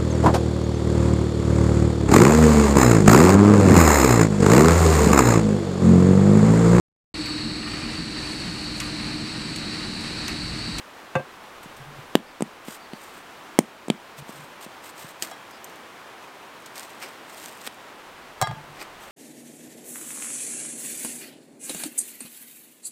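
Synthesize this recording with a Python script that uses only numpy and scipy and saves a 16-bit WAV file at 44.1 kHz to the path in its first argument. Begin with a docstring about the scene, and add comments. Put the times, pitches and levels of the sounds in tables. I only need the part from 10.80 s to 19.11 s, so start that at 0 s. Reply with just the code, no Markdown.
"""Outdoors, an iron pan is set on a wooden board and a stale flat loaf is slapped and rubbed.
Air pockets thump and skin claps on the crust; the crust snaps as bursts of clicks, and a piece is torn off
in a few crackling pulls and dropped into the pan, whose decaying modes ring under scraping noise.
Behind lie filtered noise for the even rush of a valley, a low rumble, and gliding tones for a small far bird."""
import sys
import numpy as np
from scipy import signal
from scipy.io import wavfile

SR = 44100
rng = np.random.default_rng(int(sys.argv[2]) if len(sys.argv) > 2 else 0)


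def wav_record(signal):
    """Record a signal, one row per channel, as 16-bit PCM in the file named by sys.argv[1]."""
    frames = np.transpose(np.atleast_2d(signal))
    bounded = np.clip(frames, -1, 1)
    # unit amplitude maps onto the largest positive 16-bit level
    quanta = np.round(bounded * 32767).astype(np.int16)
    wavfile.write(sys.argv[1], SR, quanta)


N = 366471
TIME = np.arange(N) / SR
# a small flake: decay time of its splintering, lower edge of its sound
FLAKE_S, FLAKE_EDGE_HZ = 0.0015, 6100
# spectrum of friction and crackle on the crust: frequency_hz, density_db (per Hz)
RUB_SPECTRUM = [(120, -23), (600, -1), (3000, -1), (6200, -5.5), (8500, 0.5), (10300, -10.5), (13500, -4),
                (16000, -17)]


def amp(db):
    """Decibels to amplitude ratio."""
    return 10 ** (np.asarray(db) / 20)


def evened(x):
    """Scales to an rms of 1."""
    return x / np.sqrt(np.mean(x ** 2) + 1e-20)


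def add(mix, s, sound):
    """Superposes a sound on the mix from time s, cut at the end of the mix."""
    part = mix[round(s * SR):][:len(sound)]
    part += sound[:len(part)]


def colour(x, points, size=2048):
    """Minimum-phase filter: the Hilbert transform of the log gain gives the phase; unit energy."""
    hz, db = np.transpose(points)
    bin_hz = abs(np.fft.fftfreq(size, 1 / SR))
    log_gain = np.log(amp(np.interp(np.log(bin_hz + 1), np.log(hz), db)))
    taps = np.fft.ifft(np.exp(np.conj(signal.hilbert(log_gain)))).real
    return signal.fftconvolve(x, taps / np.linalg.norm(taps))[:len(x)]


def drift(count, per_s):
    """Slow random wander: straight lines between per_s random knots a second, rms 1."""
    knots = np.arange(count) * per_s / SR
    return evened(np.interp(knots, np.arange(4096), rng.standard_normal(4096)))


def grains(count, per_s, spread_db):
    """Shot noise: clicks at random times, of random sign and uneven size, rms 1."""
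    size = amp(spread_db * np.minimum(rng.exponential(1, count), 4.5))
    sign = rng.choice([-1, 1], count)
    return evened(size * sign * (rng.random(count) < per_s / SR))


def soften(x, hz):
    """A soft contact acts as a one-pole low-pass with its corner at hz."""
    keep = np.exp(-2 * np.pi * hz / SR)
    return signal.lfilter([1 - keep], [1, -keep], x)


def stroke(length, uneven_db):
    """Force envelope of one movement: it swells, catches unevenly and lets go."""
    count = int(length * SR)
    return signal.windows.tukey(count, 0.6) * amp(uneven_db * drift(count, 136.8))


def slaps(flat_palm_hz=260, cupping_hz=30, firm_db=-29, firm_hz=6500, db_per_octave=7):
    """Air-pocket resonance, stronger under a cupped palm, then a skin impact that brightens with force."""
    # hand landing on the loaf: start_s, force_db, pocket_pitch_hz, skin_smack_db, smack_centre_hz
    slap_table = [(.859, -34, 201, -51, 990), (1.3534, 1.5, 271, -4, 1850), (1.6073, -13.5, 290, -28, 8200),
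                  (1.6224, -10, 235, -18, 7900), (1.8836, -24, 244, -31, 1200),
                  (2.134, -24.5, 240, -30, 900), (2.789, 2, 256, -0.5, 8600),
                  (3.0832, -17.5, 267, -27, 8000), (3.101, -5.5, 237, -10.5, 2600),
                  (3.493, -27, 244, -35, 8000), (3.864, -32.5, 240, -39, 8000),
                  (4.245, -34.5, 170, -44, 8000)]
    out = np.zeros(N)
    for s, force_db, pocket_hz, skin_db, bright_hz in slap_table:
        # a lower pocket note means a more cupped palm
        cupped = np.clip((flat_palm_hz - pocket_hz) / cupping_hz, 0, 1)
        add(out, s, amp(force_db) * thump(pocket_hz, cupped))
        # the treble corner is firm_hz at firm_db and doubles with every db_per_octave of force
        corner_hz = firm_hz * 2 ** ((force_db - firm_db) / db_per_octave)
        skin = soften(smack(bright_hz), corner_hz)
        # the skin follows one radian of the pocket note later
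        add(out, s + 1 / (2 * np.pi * pocket_hz), amp(skin_db) * skin)
    return out


def thump(pocket_hz, cupped=0, cup_ratio=0.86, cup_q=4.8):
    """Impulse response of air pocket and loaf, with an added resonance when cupped; peak 1."""
    # air pocket and loaf under the palm: multiple_of_pocket_pitch, density_db
    pocket_spectrum = [(.15, -31), (.42, -24), (.65, -3), (1, 0), (1.4, -3), (2, -8), (3.3, -14),
                       (5.5, -27), (60, -60)]
    points = np.array(pocket_spectrum) * [pocket_hz, 1]
    thud = colour(signal.unit_impulse(SR // 10), points, size=4096)
    cup = signal.lfilter(*signal.iirpeak(cup_ratio * pocket_hz, cup_q, fs=SR), thud)
    thud = thud + cupped * cup
    return thud / abs(thud).max()


def smack(bright_hz, contact_s=0.00079, contact_db=-6, grit_s=0.0056, grit_db=-29, focus_db=4.5,
          focus_width_hz=2000):
    """Impact noise with two decays: a sharp clap on the crust, then loose grit rattling."""
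    # skin on crust: frequency_hz, density_db (per Hz)
    smack_spectrum = [(300, -16), (1000, -5), (2100, 2), (3600, 0), (6300, -4.5), (8700, -1), (10500, -10),
                      (13000, -9), (16000, -18)]
    t = np.arange(SR // 10) / SR
    fade = amp(contact_db) * np.exp(-t / contact_s) + amp(grit_db) * np.exp(-t / grit_s)
    burst = rng.choice([-1., 1.], len(t)) * fade
    clap = colour(burst + signal.unit_impulse(len(t)), smack_spectrum)
    focus = signal.lfilter(*signal.iirpeak(bright_hz, bright_hz / focus_width_hz, fs=SR), clap)
    return clap + amp(focus_db) * focus


def cracks(parting_s=6.8749, parting_db=-25, parting_hz=343, parting_snap_db=-18.5):
    """Brittle fracture of the crust; as the piece parts, a snap and the thud of the recoiling loaf."""
    # loud breaks: start_s, level_db, splintering_s, lower_edge_hz
    crack_table = [(4.4236, -12.5, 0.004, 300), (5.861, -26.5, 0.0035, 3500), (5.9567, -27.5, 0.0037, 2500),
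                   (5.9798, -23, 0.0018, 2000), (5.9957, -20.5, 0.001, 2000), (6.0305, -28.5, .004, 2500),
                   (6.5464, -32, .001, 4000), (6.6002, -33, .001, 3000), (6.659, -23, 0.0014, 2500),
                   (6.8157, -29, 0.0018, 3000), (6.866, -26, .004, 600), (6.944, -32, .0015, 7000)]
    out = np.zeros(N)
    for s, db, splinter_s, edge_hz in crack_table:
        add(out, s, amp(db) * snap(splinter_s, edge_hz))
    parting = amp(parting_db) * thump(parting_hz) + amp(parting_snap_db) * smack(bright_hz=2120)
    add(out, parting_s, parting)
    return out


def snap(splinter_s, edge_hz, splinter_db=-9, after_db=-24, after_factor=5):
    """Fracture avalanche: one sharp break, then dying splinters; small pieces radiate only treble."""
    # breaking crust: frequency_hz, density_db (per Hz)
    crust_spectrum = [(200, 14.5), (700, -7), (3400, 5), (6000, 3.5), (8600, 6), (10200, -7.5), (12500, 0),
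                      (14000, -9), (16000, -15)]
    t = np.arange(SR // 10) / SR
    splinter_fade = amp(splinter_db) * np.exp(-t / splinter_s)
    after_fade = amp(after_db) * np.exp(-t / (after_factor * splinter_s))
    splinters = grains(len(t), per_s=9000, spread_db=2.5) * (splinter_fade + after_fade)
    breaks = colour(splinters + 2 * signal.unit_impulse(len(t)), crust_spectrum)
    return signal.lfilter(*signal.butter(3, min(edge_hz, SR / 4), "high", fs=SR), breaks)


def tearing(clump_db=1.5, clumps_per_s=260, drop_db=13, strain_curve=1.03, crumb_steepness=1.48):
    """Strain builds and lets go: crust flakes pop in clumps while the softer crumb rips beneath them."""
    # pulls on the loaf: peak_strain_s, build_up_s, release_s, crust_crackle_db, crumb_ripping_db
    pulls = [(4.435, 0.018, 0.054, -37, -41), (5.97, 0.031, 0.16, -44, -46.5),
             (6.228, 0.025, 0.079, -43, -36.5), (6.63, 0.1, 0.15, -42.5, -50),
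             (6.874, 0.035, 0.0067, -37.5, -36), (8.02, 0.054, 0.027, -45.5, -37)]
    # ripping crumb: frequency_hz, density_db (per Hz)
    crumb_spectrum = [(60, -49), (130, -21), (300, 4.5), (1000, -2.5), (2200, 3), (3500, -10.5),
                      (5000, -3.5), (9000, -24), (16000, -53)]
    crust, crumb = np.zeros((2, N))
    for s, build_s, release_s, crust_db, crumb_db in pulls:
        from_peak = np.maximum((s - TIME) / build_s, (TIME - s) / release_s)
        # drop_db down at the ends of build-up and release
        strain_db = -drop_db * np.minimum(abs(from_peak), 10) ** strain_curve
        crust += amp(crust_db + strain_db)
        # the crumb gives way only nearer the peak
        crumb += amp(crumb_db + crumb_steepness * strain_db)
    clumps = amp(clump_db * drift(N, clumps_per_s))
    crackle = crust * clumps * grains(N, per_s=2600, spread_db=4.0)
    ripping = crumb * clumps * grains(N, per_s=6000, spread_db=1.0)
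    return colour(crackle, RUB_SPECTRUM) + colour(ripping, crumb_spectrum)


def flakes(per_s=16, level_db=-36, spread_db=1.5):
    """Poisson process: tiny flakes spring off the strained crust at random moments."""
    # crust under strain: start_s, end_s
    working = [(4.2, 4.56), (5.8, 6.06), (6.38, 6.98)]
    strained = sum((TIME > start) & (TIME < end) for start, end in working)
    popping = strained * (rng.random(N) < per_s / SR)
    size = amp(level_db + spread_db * np.clip(rng.standard_normal(N), -2, 2))
    return signal.oaconvolve(popping * size, snap(FLAKE_S, FLAKE_EDGE_HZ))[:N]


def rubbing(catches_per_s=6500, spread_db=0.5):
    """Friction: dry skin catches on the fine roughness of the crust."""
    # fingers sliding on the crust: start_s, length_s, level_db
    rubs = [(.82, 0.04, -52), (.962, 0.024, -50), (1.837, .15, -44.5), (2.099, .36, -53.5),
            (3.364, 0.045, -45), (3.431, 0.27, -51.5), (3.797, 0.065, -45.5), (4.014, 0.11, -49),
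            (4.138, 0.21, -46.5), (6.47, 0.13, -50.5), (8.18, 0.16, -51.5)]
    out = np.zeros(N)
    for s, length, db in rubs:
        force = stroke(length, uneven_db=3.0)
        add(out, s, amp(db) * force * grains(len(force), catches_per_s, spread_db))
    return colour(out, RUB_SPECTRUM)


def pan(blows, modes, scrape_s, scrape_spectrum, rock_db=3.5, chatter_db=-19, chatter_s=0.012):
    """Modal ringing with scrape and chatter; a longer contact low-passes each blow more deeply."""
    out, t = np.zeros(N), np.arange(SR // 2) / SR
    ring = np.zeros(len(t))
    for k, (hz, db, t60) in enumerate(modes):
        # the pan rocks, so each mode swells and sinks on its own
        level_db = db - 60 * t / t60 + rock_db * drift(len(t), 49.0)
        ring += (-1) ** k * amp(level_db) * np.sin(2 * np.pi * hz * t)
    fade = np.exp(-t / scrape_s) + amp(chatter_db) * np.exp(-t / chatter_s)
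    for s, blow_db, contact_s, scrape_db in blows:
        scrape = colour(rng.standard_normal(len(t)) * fade, scrape_spectrum)
        add(out, s, amp(blow_db) * soften(ring + amp(scrape_db) * scrape, 1 / contact_s))
    return out


def skipping(tick_db=8, ring_db=-10):
    """Light impacts of a hard flake skipping over the iron excite only the highest modes."""
    # bounces: start_s, level_db
    skips = [(4.711, -42), (4.8438, -29), (4.897, -44), (4.958, -43)]
    # high modes of the iron: frequency_hz, t60_s
    ping_modes = [(6250, 0.032), (7165, .02), (8100, 0.037), (12300, 0.03), (13600, .03)]
    tick = snap(FLAKE_S / 2, FLAKE_EDGE_HZ)
    t = np.arange(len(tick)) / SR
    ring = sum(amp(-60 * t / t60) * np.sin(2 * np.pi * hz * t) for hz, t60 in ping_modes)
    out = np.zeros(N)
    for s, db in skips:
        add(out, s, amp(db) * (amp(tick_db) * tick + amp(ring_db) * ring))
    return out


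def table(bump_db=4.0, bumps_per_s=45, boom_hz=140.8, quiet_db=-46.5, sag_hz_per_db=0.5, waver_hz=7):
    """Driven low resonance of pan on table: its pitch sags with level, and hard blows ring more evenly."""
    # pan booming on the table when brushed or struck by the landing piece: start_s, length_s, level_db
    booms = [(.96, 0.3, -47.5), (3.374, 0.067, -43.5), (3.533, 0.12, -51), (7.615, 0.034, -27.5),
             (7.675, 0.038, -32), (7.709, 0.037, -35.5), (7.755, 0.087, -47.5), (7.8, 0.21, -54.5)]
    out = np.zeros(N)
    for s, length, db in booms:
        force = stroke(length, uneven_db=3)
        unevenness_db = bump_db * min(amp(quiet_db - db), 1)
        force = force * amp(unevenness_db * drift(len(force), bumps_per_s))
        hz = boom_hz - sag_hz_per_db * (db - quiet_db) + waver_hz * drift(len(force), 60.0)
        boom = np.sin(2 * np.pi * np.cumsum(hz) / SR)
        add(out, s, amp(db) * evened(boom * force))
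    return out


def yard(x, wet_db=-25, t60=0.18, delay_s=0.013, wall_db=-23, wall_s=0.04, wall_hz=225, wall_q=5):
    """Reflection: weak, short scatter from table and ground, and a dull resonant echo from the wall."""
    # scatter: frequency_hz, density_db (per Hz)
    yard_spectrum = [(80, -1.5), (900, -1.5), (3000, -5), (16000, -5)]
    t = np.arange(SR // 3) / SR
    scatter = grains(len(t), 3800, 1.0) * amp(-60 * t / t60) * (t > delay_s)
    tail = colour(scatter, yard_spectrum)
    out = amp(wet_db) * signal.fftconvolve(x, tail / np.linalg.norm(tail))[:N]
    echo = signal.lfilter(*signal.iirpeak(wall_hz, wall_q, fs=SR), x)
    add(out, wall_s, amp(wall_db) * echo)
    return out


def valley(level_db=-44.0):
    """Broadband turbulence noise: the even rush of distant trees and water, barely wavering."""
    # rush: frequency_hz, density_db (per Hz)
    valley_spectrum = [(24, -31), (40, -21), (215, -4.5), (337, -1.5), (430, -2.5), (1020, 0), (3060, -10),
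                       (4930, -17.5), (8550, -22.5), (11000, -26.5), (13800, -26.5), (16000, -30.5)]
    gusts_db = 0.2 * drift(N, 3) + 0.35 * drift(N, 25)
    return amp(level_db + gusts_db) * colour(rng.standard_normal(N), valley_spectrum, size=8192)


def rumble():
    """Low-passed noise under a slow envelope: a soft low rumble that comes and goes."""
    # envelope: time_s, level_db
    rumble_levels = [(0, -76), (1.1, -57), (1.7, -68), (3.5, -74), (6.8, -92), (7.3, -66), (7.65, -62)]
    level_db = np.interp(TIME, *np.transpose(rumble_levels))
    noise = colour(rng.standard_normal(N), [(45, 2.0), (100, -0.5), (600, -30)], size=8192)
    return amp(level_db) * noise


def bird(chirp_s=0.11, arch_hz=443, warble_hz=230):
    """Frequency modulation: thin notes whose pitch rises and falls in one arch with a random warble."""
    # far notes: start_s, top_pitch_hz (before warble), level_db
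    chirps = [(1.44, 4900, -62), (1.985, 4650, -60), (2.09, 4400, -60.5), (4.69, 5100, -60)]
    out, count = np.zeros(N), int(chirp_s * SR)
    below_top_hz = arch_hz * np.linspace(-1, 1, count) ** 2
    for s, top_hz, db in chirps:
        hz = top_hz - below_top_hz + warble_hz * drift(count, 502)
        note = np.sin(2 * np.pi * np.cumsum(hz) / SR) * signal.windows.tukey(count, 0.7)
        add(out, s, amp(db) * evened(note))
    return out


def scene(bass_hz=100):
    """Superposition: all that the hands do, with its reflections, over the open air."""
    # pan meeting the board, then crumb and torn piece landing in it: start_s, level_db, contact_s, scrape_db
    pan_knocks = [(.3533, -17.5, 0.00016, -3.5), (.3572, -17.5, 0.00066, -12), (.3592, -19, 0.00075, -1.5),
                  (.395, -30, 0.00096, 3.5)]
    landings = [(4.5125, -37.5, 0.000018, 2), (7.6143, -21, .00002, 6.5), (7.6236, -18.5, 0.00009, 4),
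                (7.672, -31, 0.00038, 10), (7.7115, -35, 0.00077, 9.5)]
    # modes of the pan held against the board, then standing free: frequency_hz, level_db, t60_s
    held_modes = [(141, -0.5, 0.09), (530, 1, 0.076), (720, -9, 0.13), (877, -8, 0.13), (1160, -8.5, 0.11),
                  (1400, -14, 0.036), (1587, -1, .13), (2040, -17, 0.06), (2600, -9, .11),
                  (2800, -16.5, 0.13), (3570, -30, 0.12), (4390, -34, .13)]
    free_modes = [(614, 0, 0.058), (694, 2, 0.084), (770, 1, .06), (878, -10.5, 0.46), (1060, -13, 0.048),
                  (1213, -5, 0.18), (1645, -13.5, 0.32), (2085, -14, 0.29), (3279, -11, 0.41),
                  (3935, -14.5, 0.26), (4630, -19, 0.19), (5443, -17, .26), (7560, -12.5, .07),
                  (8520, -7, 0.028)]
    # iron scraping on board, then crust on iron: frequency_hz, density_db (per Hz)
    board_scrape = [(80, -5), (600, -0.5), (2400, -7.5), (4000, -28), (8500, -24), (12000, -40)]
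    crust_scrape = [(450, -13.5), (720, 3), (1800, -3), (2800, -10.5), (6000, -10), (8600, -5.5),
                    (10200, -19)]
    set_down = pan(pan_knocks, held_modes, scrape_s=0.0075, scrape_spectrum=board_scrape)
    dropped = pan(landings, free_modes, scrape_s=0.0025, scrape_spectrum=crust_scrape)
    # a pan is too small to radiate deep bass
    iron = signal.lfilter(*signal.butter(4, bass_hz, "high", fs=SR), set_down + dropped)
    near = slaps() + cracks() + flakes() + skipping() + rubbing() + tearing() + iron + table()
    return (near + yard(near) + valley() + bird() + rumble())[None]


def record(dry, threshold_db=-26, share=0.15, fall_db_per_s=20, edge_hz=16100):
    """Compression by a slowly falling held level, hard clipping of overloads, and a low-pass band limit."""
    # power averaged over about 400 samples
    power = signal.lfilter([1 / 400], [1, 1 / 400 - 1], dry[0] ** 2)
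    fall = TIME * fall_db_per_s
    held_db = np.maximum.accumulate(10 * np.log10(power + 1e-12) + fall) - fall
    over_db = np.maximum(held_db - threshold_db, 0)
    clipped = np.clip(dry * amp(-share * over_db), -1, 1)
    band_limit = signal.firwin(511, edge_hz, window=("kaiser", 9), fs=SR)
    return signal.oaconvolve(clipped, band_limit[None], "same")


dry = scene()
out = record(dry)
wav_record(out)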